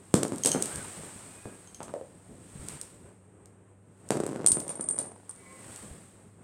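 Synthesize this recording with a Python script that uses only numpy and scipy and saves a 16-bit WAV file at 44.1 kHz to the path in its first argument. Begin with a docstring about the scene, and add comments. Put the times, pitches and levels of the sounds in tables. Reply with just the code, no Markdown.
"""Small room, toy bowling in a cardboard box on a bed. A ball thumps into the box, bending the board
and rattling small toys; a hand fetching it bumps the loose side wall. The ball then bounces and rolls
down the lane and scatters tiny ringing pins. The sheet rustles and the mattress gives under shifting
weight. Horns and a thin call sound far outside, over low room noise and hum.
The microphone's port has a sharp treble resonance."""
import sys
import numpy as np
from scipy import signal
from scipy.fft import rfft, irfft, next_fast_len
from scipy.io import wavfile
from scipy.ndimage import map_coordinates

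SR = 44100
rng = np.random.default_rng(int(sys.argv[2]) if len(sys.argv) > 2 else 0)


def transcribe(signal):
    """Save signal, clipped to [-1, 1], as a 16-bit WAV file at the path in sys.argv[1]."""
    frames = np.atleast_2d(signal).T
    limited = np.clip(frames, -1, 1)
    pcm = np.round(limited * 32767).astype(np.int16)
    wavfile.write(sys.argv[1], SR, pcm)


N = 283563
TIME_S = np.arange(N) / SR
AGE_S = np.arange(SR // 2) / SR  # time since a blow

# noise spectra of room, cloth and mattress: (frequency [Hz], relative density [dB])
AIR_SPECTRUM = [(20, -25.5), (60, -13.5), (100, -4), (130, -6), (190, -7), (400, -6), (700, -15.5),
                (1300, -21), (2700, -32), (5000, -52.5), (8500, -41), (12000, -53.5)]
CLOTH_SPECTRUM = [(100, -4), (250, 13.5), (550, 9.5), (1100, 9), (2400, 3.5), (4000, -2), (6000, -7),
                  (8500, -3), (11000, -8.5), (15500, -5.5)]
MATTRESS_SPECTRUM = [(20, -24), (55, -4), (150, 3.5), (300, -4), (600, -10), (1500, -50)]
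# room hum: (frequency [Hz], level [dB])
HUM_TONES = [(100, -59.5), (186, -63.5)]
# moves on the bed: (peak time [s], cloth [dB], mattress [dB], mattress lead [s], rise [dB/s], fall [dB/s])
BED_SHIFTS = [(.68, -45, -48.5, 0.025, 30, 16), (2.72, -50.5, -46, 0.087, 54, 60.5),
              (4.15, -61, -51, -0.029, 75, 46), (5.77, -51.5, -50.5, -0.1, 31.5, 37.5)]
# cardboard modes: (frequency [x pitch], level at 4 cycles [dB], t60 [x nominal])
CARDBOARD_MODES = [(.52, -10, 1.1), (1, 1, 0.79), (1.5, -9.5, 0.7), (2.9, -10.5, 0.39)]
# blows on the box, more echo from deep inside: (time [s], thud [dB], pitch [Hz], crack [dB], echo [dB])
BOX_KNOCKS = [(0.1409, -3.5, 310, -7.5, -2.5), (0.2316, -12.5, 395, -10, -11.5),
              (0.251, -14.5, 407, -25.5, -4.5), (0.321, -16.5, 290, -29, 0.5),
              (0.449, -19.5, 467, -32, 9.5), (0.548, -12, 403, -37.5, 1), (1.035, -30.5, 394, -38, 3),
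              (1.456, -24, 320, -47, -2), (1.805, -21.5, 700, -45, 0), (1.882, -27.5, 770, -42, 2),
              (4.1059, -8.5, 465, -13, -4), (4.122, -14, 412, -38.5, -2), (4.1546, -19, 357, -36, -7.5),
              (4.171, -17.5, 320, -27, -18), (4.36, -19, 420, -34, -5.5), (4.402, -20.5, 307, -48, -8),
              (4.4447, -18, 390, -34.5, -5), (4.57, -17.5, 335, -28, -5), (4.693, -25, 700, -26.5, 0.5),
              (4.796, -22, 364, -43.5, -4), (4.981, -25.5, 403, -27, 4)]
# mattress bumps: (time [s], level [dB], frequency [Hz])
BED_BUMPS = [(0.1439, -7.5, 170), (0.461, -25, 170), (1.16, -29, 172), (1.456, -23, 149), (2.556, -28, 140),
             (2.595, -34.5, 62), (4.526, -24, 128), (5.911, -32.5, 76)]
# ticks with no ring: (time [s], level [dB])
DRY_TICKS = [(0.281, -27), (0.36, -27.5), (0.383, -25.5), (0.6242, -9.5), (0.6575, -19.5), (0.7587, -20),
             (2.6859, -21), (2.8139, -20.5), (3.458, -38.5), (4.0893, -29.5), (4.265, -23.5),
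             (4.602, -20.5), (5.311, -35), (5.361, -40.5), (5.761, -27.5)]
# toy collisions at the back of the box: (time [s], crack [dB], ring [dB])
TOY_CLICKS = [(0.4358, -15.5, -24.5), (0.449, -11, -31), (0.4592, -4, -35), (0.472, -11, -31),
              (0.491, -22, -35), (0.517, -11.5, -23.5), (1.674, -43, -49), (1.7463, -31.5, -43),
              (1.8302, -27, -49)]
# toy modes: (frequency [Hz], level [dB], t60 [s])
TOY_RING_MODES = [(3156, -12, 0.062), (4360, -12.5, .015), (6460, -6.5, .02), (6430, -9.5, 0.03),
                  (7700, -23, .009)]
# far horn partials: (start [s], length [s], frequency [Hz], level [dB])
HORN_PARTIALS = [(1.36, .26, 1640, -65), (1.28, .3, 2487, -65), (5.41, .3, 522, -62),
                 (5.41, .22, 1066, -59), (5.36, .32, 2019, -63), (5.35, .32, 2245, -61)]
# hand on the side wall: (time [s], level [dB], pitch [Hz])
HAND_TAPS = [(1.939, -23.5, 590), (1.961, -31, 475), (2.012, -32, 530)]
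# ball, then a fallen pin, bouncing: (start [s], level [dB], pitch [Hz], first flight [s], loss [dB/bounce])
BOUNCE_RUNS = [(4.202, -14, 323, .034, 2.75), (5.118, -34.5, 764, .044, 3.5)]
# pins struck or falling on each other: (time [s], crack [dB], ring [dB])
PIN_HITS = [(4.4631, -8, -27), (4.472, -14.5, -27), (4.4847, -25, -31.5), (4.5181, -13, -31),
            (4.5215, -15, -40), (4.68, -30.5, -52.5), (4.693, -46, -48), (4.755, -45, -54),
            (4.8097, -29.5, -44), (4.841, -39, -51.5), (4.888, -28, -37), (4.91, -38, -40.5),
            (4.9881, -25.5, -38), (5.2942, -35, -51.5)]
# pin modes: (frequency [x pitch], level [dB], t60 [x nominal])
PIN_RING_MODES = [(1, 5, 1.24), (.984, -17, .5), (.93, -2.5, 0.26)]


def amp(db):
    """Decibels to gain."""
    return 10 ** (np.asarray(db) / 20)


def unit_rms(x):
    """Scale to rms 1."""
    return x / np.sqrt(np.mean(x ** 2) + 1e-20)


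def decay(t60_s):
    """Exponential decay after a blow."""
    return np.exp(-np.log(1000) * AGE_S / max(t60_s, 1e-4))


def mode(hz, db, t60_s):
    """Damped sine."""
    return amp(db) * np.sin(2 * np.pi * hz * AGE_S) * decay(t60_s)


def filtered(x, response):
    """Apply a complex frequency response."""
    size = next_fast_len(len(x) + SR // 8)
    return irfft(rfft(x, size) * response(np.fft.rfftfreq(size, 1 / SR)), size)[:len(x)]


def noise(spectrum):
    """Coloured noise, rms 1."""
    knots_hz, knots_db = np.transpose(spectrum)
    gain = lambda hz: amp(np.interp(np.log(hz + 1), np.log(knots_hz), knots_db))
    return unit_rms(filtered(rng.standard_normal(N), gain))


def wobble(rate_hz):
    """Smooth random curve, rate_hz knots a second."""
    return map_coordinates(rng.standard_normal(int(N * rate_hz / SR) + 4), [TIME_S * rate_hz])


def add(track, at_s, sound):
    """Mix a sound in at a given time."""
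    rest = track[round(at_s * SR):][:len(sound)]
    rest += sound[:len(rest)]


def in_room(x, near_db, tail_db, t60_s, gap_s=0.0056):
    """Direct sound, near-wall scatter and room tail, new for each spot."""
    near_t60_s = 0.097
    onset = np.clip(AGE_S / gap_s - 1, 0, 1)
    echo = np.zeros(len(AGE_S))
    for db, life_s in (near_db, near_t60_s), (tail_db, t60_s):
        scatter = rng.standard_normal(len(AGE_S)) * decay(life_s) * onset
        echo += amp(db) * scatter / np.linalg.norm(scatter)
    return x + signal.fftconvolve(x, echo)[:len(x)]


def room_tone():
    """Low room noise, unsteady hum."""
    hum = sum(amp(db + 1.7 * wobble(5.1)) * np.sin(2 * np.pi * hz * TIME_S + wobble(11))
              for hz, db in HUM_TONES)
    return amp(-59.5) * noise(AIR_SPECTRUM) * amp(2.4 * wobble(14)) + hum


def bed_rustle():
    """Cloth slides with a fine hiss, mattress gives in lumps; one effort drives both."""
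    cloth = unit_rms(noise(CLOTH_SPECTRUM) * amp(0.79 * wobble(220)))
    mattress = unit_rms(noise(MATTRESS_SPECTRUM) * amp(4.5 * wobble(25)))
    out = np.zeros(N)
    for at_s, cloth_db, mattress_db, lead_s, rise_db_s, fall_db_s in BED_SHIFTS:
        effort_db = lambda peak_s: np.minimum(rise_db_s * (TIME_S - peak_s), fall_db_s * (peak_s - TIME_S))
        out += amp(cloth_db + effort_db(at_s)) * cloth
        out += amp(mattress_db + 0.71 * effort_db(at_s - lead_s)) * mattress
    return out


def thud(hz, cycles):
    """Cardboard gives, then swings; more cycles, purer note."""
    purity = np.sqrt(max(cycles, 1) / 4)
    swing = sum(mode(hz * ratio, db * purity, life * cycles / hz) for ratio, db, life in CARDBOARD_MODES)
    give = 1 - decay(t60_s=.0015)
    radiation = signal.butter(4, 135, "high", fs=SR)  # a small sheet radiates no deep bass
    return -signal.lfilter(*radiation, swing * give)


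def crack(low_hz, high_hz, grit, t60_s):
    """Hard contact, energy 1: pulse plus gritty scrape, rounded by the contact time."""
    scrape = rng.standard_normal(len(AGE_S)) * decay(t60_s)
    pulse = grit * scrape / np.linalg.norm(scrape)
    pulse[0] += 1
    flat_spectrum = np.exp(1j * np.angle(rfft(pulse)))  # no pitch
    pulse = irfft(flat_spectrum, len(AGE_S)) * decay(10 * t60_s)
    pulse = signal.lfilter(*signal.butter(2, low_hz, "high", fs=SR), pulse)
    pulse = signal.lfilter(*signal.butter(1, high_hz, fs=SR), pulse)
    return pulse / np.linalg.norm(pulse)


def box_knocks():
    """Blows bend the board at a pitch set by the spot; harder ones swing longer."""
    ref_db, doubling_db = -24, 22.5
    out = np.zeros(N)
    for at_s, db, hz, crack_db, echo_db in BOX_KNOCKS:
        knock = amp(db) * thud(hz, cycles=3.18 * 2 ** ((db - ref_db) / doubling_db))
        add(out, at_s, in_room(knock, near_db=echo_db - 4, tail_db=echo_db, t60_s=0.46, gap_s=0.004))
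        contact = amp(crack_db) * crack(low_hz=750, high_hz=7000, grit=1.8, t60_s=.013)
        add(out, at_s, in_room(contact, near_db=echo_db - 7.5, tail_db=echo_db, t60_s=0.29))
    return out


def bed_bumps():
    """Weight lands on the bed: a soft, deep push."""
    cycles, rise_t60_s = 4.2, .015
    out = np.zeros(N)
    for at_s, db, hz in BED_BUMPS:
        push = -mode(hz, db, cycles / hz) * (1 - decay(rise_t60_s))
        add(out, at_s, in_room(push, near_db=-12.5, tail_db=-18, t60_s=.35))
    return out


def ticks():
    """Small dry snaps near the microphone."""
    out = np.zeros(N)
    for at_s, db in DRY_TICKS:
        snap = amp(db) * crack(low_hz=3500, high_hz=11000, grit=1.1, t60_s=.011)
        add(out, at_s, in_room(snap, near_db=-12.5, tail_db=-9, t60_s=0.39))
    return out


def toys():
    """Toys chatter together; size detunes each short ring."""
    detunes = 1 + .012 * rng.uniform(-0.54, 1, len(TOY_CLICKS))
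    out = np.zeros(N)
    for (at_s, crack_db, ring_db), detune in zip(TOY_CLICKS, detunes):
        ring = sum(mode(hz * detune, db, t60_s) for hz, db, t60_s in TOY_RING_MODES)
        chatter = crack(low_hz=2800, high_hz=9000, grit=1.6, t60_s=.014)
        click = amp(ring_db) * ring + amp(crack_db) * chatter
        add(out, at_s, in_room(click, near_db=-6, tail_db=-7, t60_s=.33))
    return out


def distant_call():
    """Thin call outside, highest where loudest, smeared by echoes."""
    middle_s, length_s, low_hz, top_hz = .755, .26, 1113, 1670
    arch = np.cos(np.pi * np.clip((TIME_S - middle_s) / length_s, -.5, .5))
    hz = low_hz + (top_hz - low_hz) * arch ** 2
    phase = 2 * np.pi * np.cumsum(hz * (1 + 0.017 * wobble(210))) / SR
    return in_room(amp(-52) * arch * np.sin(phase), near_db=-1, tail_db=-16, t60_s=0.19)


def horns():
    """Far horns: rough, fluttering partials swell and fade."""
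    out = np.zeros(N)
    for start_s, length_s, hz, db in HORN_PARTIALS:
        swell = np.sin(np.pi * np.clip((TIME_S - start_s) / length_s, 0, 1))
        flutter = amp(3 * wobble(60))
        tone = np.sin(2 * np.pi * hz * TIME_S + .8 * wobble(70))
        out += amp(db) * swell * unit_rms(flutter * tone)
    return out


def side_wall():
    """A hand bumps the loose wall; it rings purer and longer than the lane."""
    out = np.zeros(N)
    for at_s, db, hz in HAND_TAPS:
        contact = amp(-15) * crack(low_hz=750, high_hz=7000, grit=1.5, t60_s=0.014)
        tap = amp(db) * (thud(hz, cycles=20.7) + contact)
        add(out, at_s, in_room(tap, near_db=-10, tail_db=-4.5, t60_s=0.34))
    return out


def rolling(count=64):
    """Ball and fallen pins tap the lane's ribs and dents unevenly, softer as they slow."""
    start_s, length_s, start_db, loss_db_s = 4.11, 0.97, -22, 12.5
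    front_hz, back_hz = 335, 534  # the board is stiffer at the back
    out = np.zeros(N)
    for k, (late, softness, spot) in enumerate(rng.random((count, 3))):
        progress = (k + late) / count
        elapsed_s = progress * length_s
        hz = (front_hz + progress * (back_hz - front_hz)) * 2 ** (spot - .5)
        db = start_db - loss_db_s * elapsed_s - 10 * softness
        contact = amp(-9.5) * crack(low_hz=900, high_hz=1800, grit=1, t60_s=0.0045)
        add(out, start_s + elapsed_s, amp(db) * (thud(hz, cycles=5.7) + contact))
    return in_room(out, near_db=-16, tail_db=-2, t60_s=0.54)


def bouncing(count=9, flight_ratio=.86):
    """Each bounce is weaker and sooner; the open lane gives little echo."""
    out = np.zeros(N)
    for start_s, db, hz, flight_s, loss_db in BOUNCE_RUNS:
        for k, spot in enumerate(rng.standard_normal(count)):
            landing_s = start_s + flight_s * (1 - flight_ratio ** k) / (1 - flight_ratio)
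            contact = amp(-10.5) * crack(low_hz=750, high_hz=7000, grit=4.6, t60_s=0.029)
            tap = thud(hz * 2 ** (0.19 * spot), cycles=6.8) + contact
            add(out, landing_s, amp(db - loss_db * k) * tap)
    return in_room(out, near_db=-11, tail_db=-14.5, t60_s=0.3)


def pins():
    """Tiny hard pins clink on one high note and tap the lane; hard blows choke the ring."""
    note_hz, choked_t60_s, doubling_db = 8967, 0.0073, 14
    pitches_hz = note_hz * (1 + 0.0041 * rng.uniform(-2.1, 1.5, len(PIN_HITS)))
    out = np.zeros(N)
    for (at_s, crack_db, ring_db), hz in zip(PIN_HITS, pitches_hz):
        t60_s = choked_t60_s * 2 ** (-crack_db / doubling_db)
        ring = sum(mode(hz * ratio, db, t60_s * life) for ratio, db, life in PIN_RING_MODES)
        contact = crack(low_hz=3400, high_hz=9500, grit=0.99, t60_s=0.012)
        lane_tap = amp(-31.5 + 0.175 * crack_db) * thud(hz=1044, cycles=8)
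        add(out, at_s, in_room(amp(ring_db) * ring, near_db=-6.5, tail_db=-6, t60_s=0.39))
        add(out, at_s, in_room(amp(crack_db) * contact, near_db=-9, tail_db=-10, t60_s=0.13))
        add(out, at_s, in_room(lane_tap, near_db=-5.5, tail_db=-3, t60_s=0.46))
    return out


def scene():
    """Mono sum at the microphone."""
    game = box_knocks() + side_wall() + bouncing() + pins() + toys() + ticks() + rolling()
    return (game + bed_rustle() + bed_bumps() + horns() + distant_call() + room_tone())[None]


def record(dry):
    """Microphone port resonance and hard band limit."""
    port_hz, q, limit_hz = 8500, 9, 15900
    port = lambda hz: (hz < limit_hz) / (1 - (hz / port_hz) ** 2 + 1j * hz / (port_hz * q))
    return filtered(dry[0], port)[None]


dry = scene()
out = record(dry)
transcribe(out)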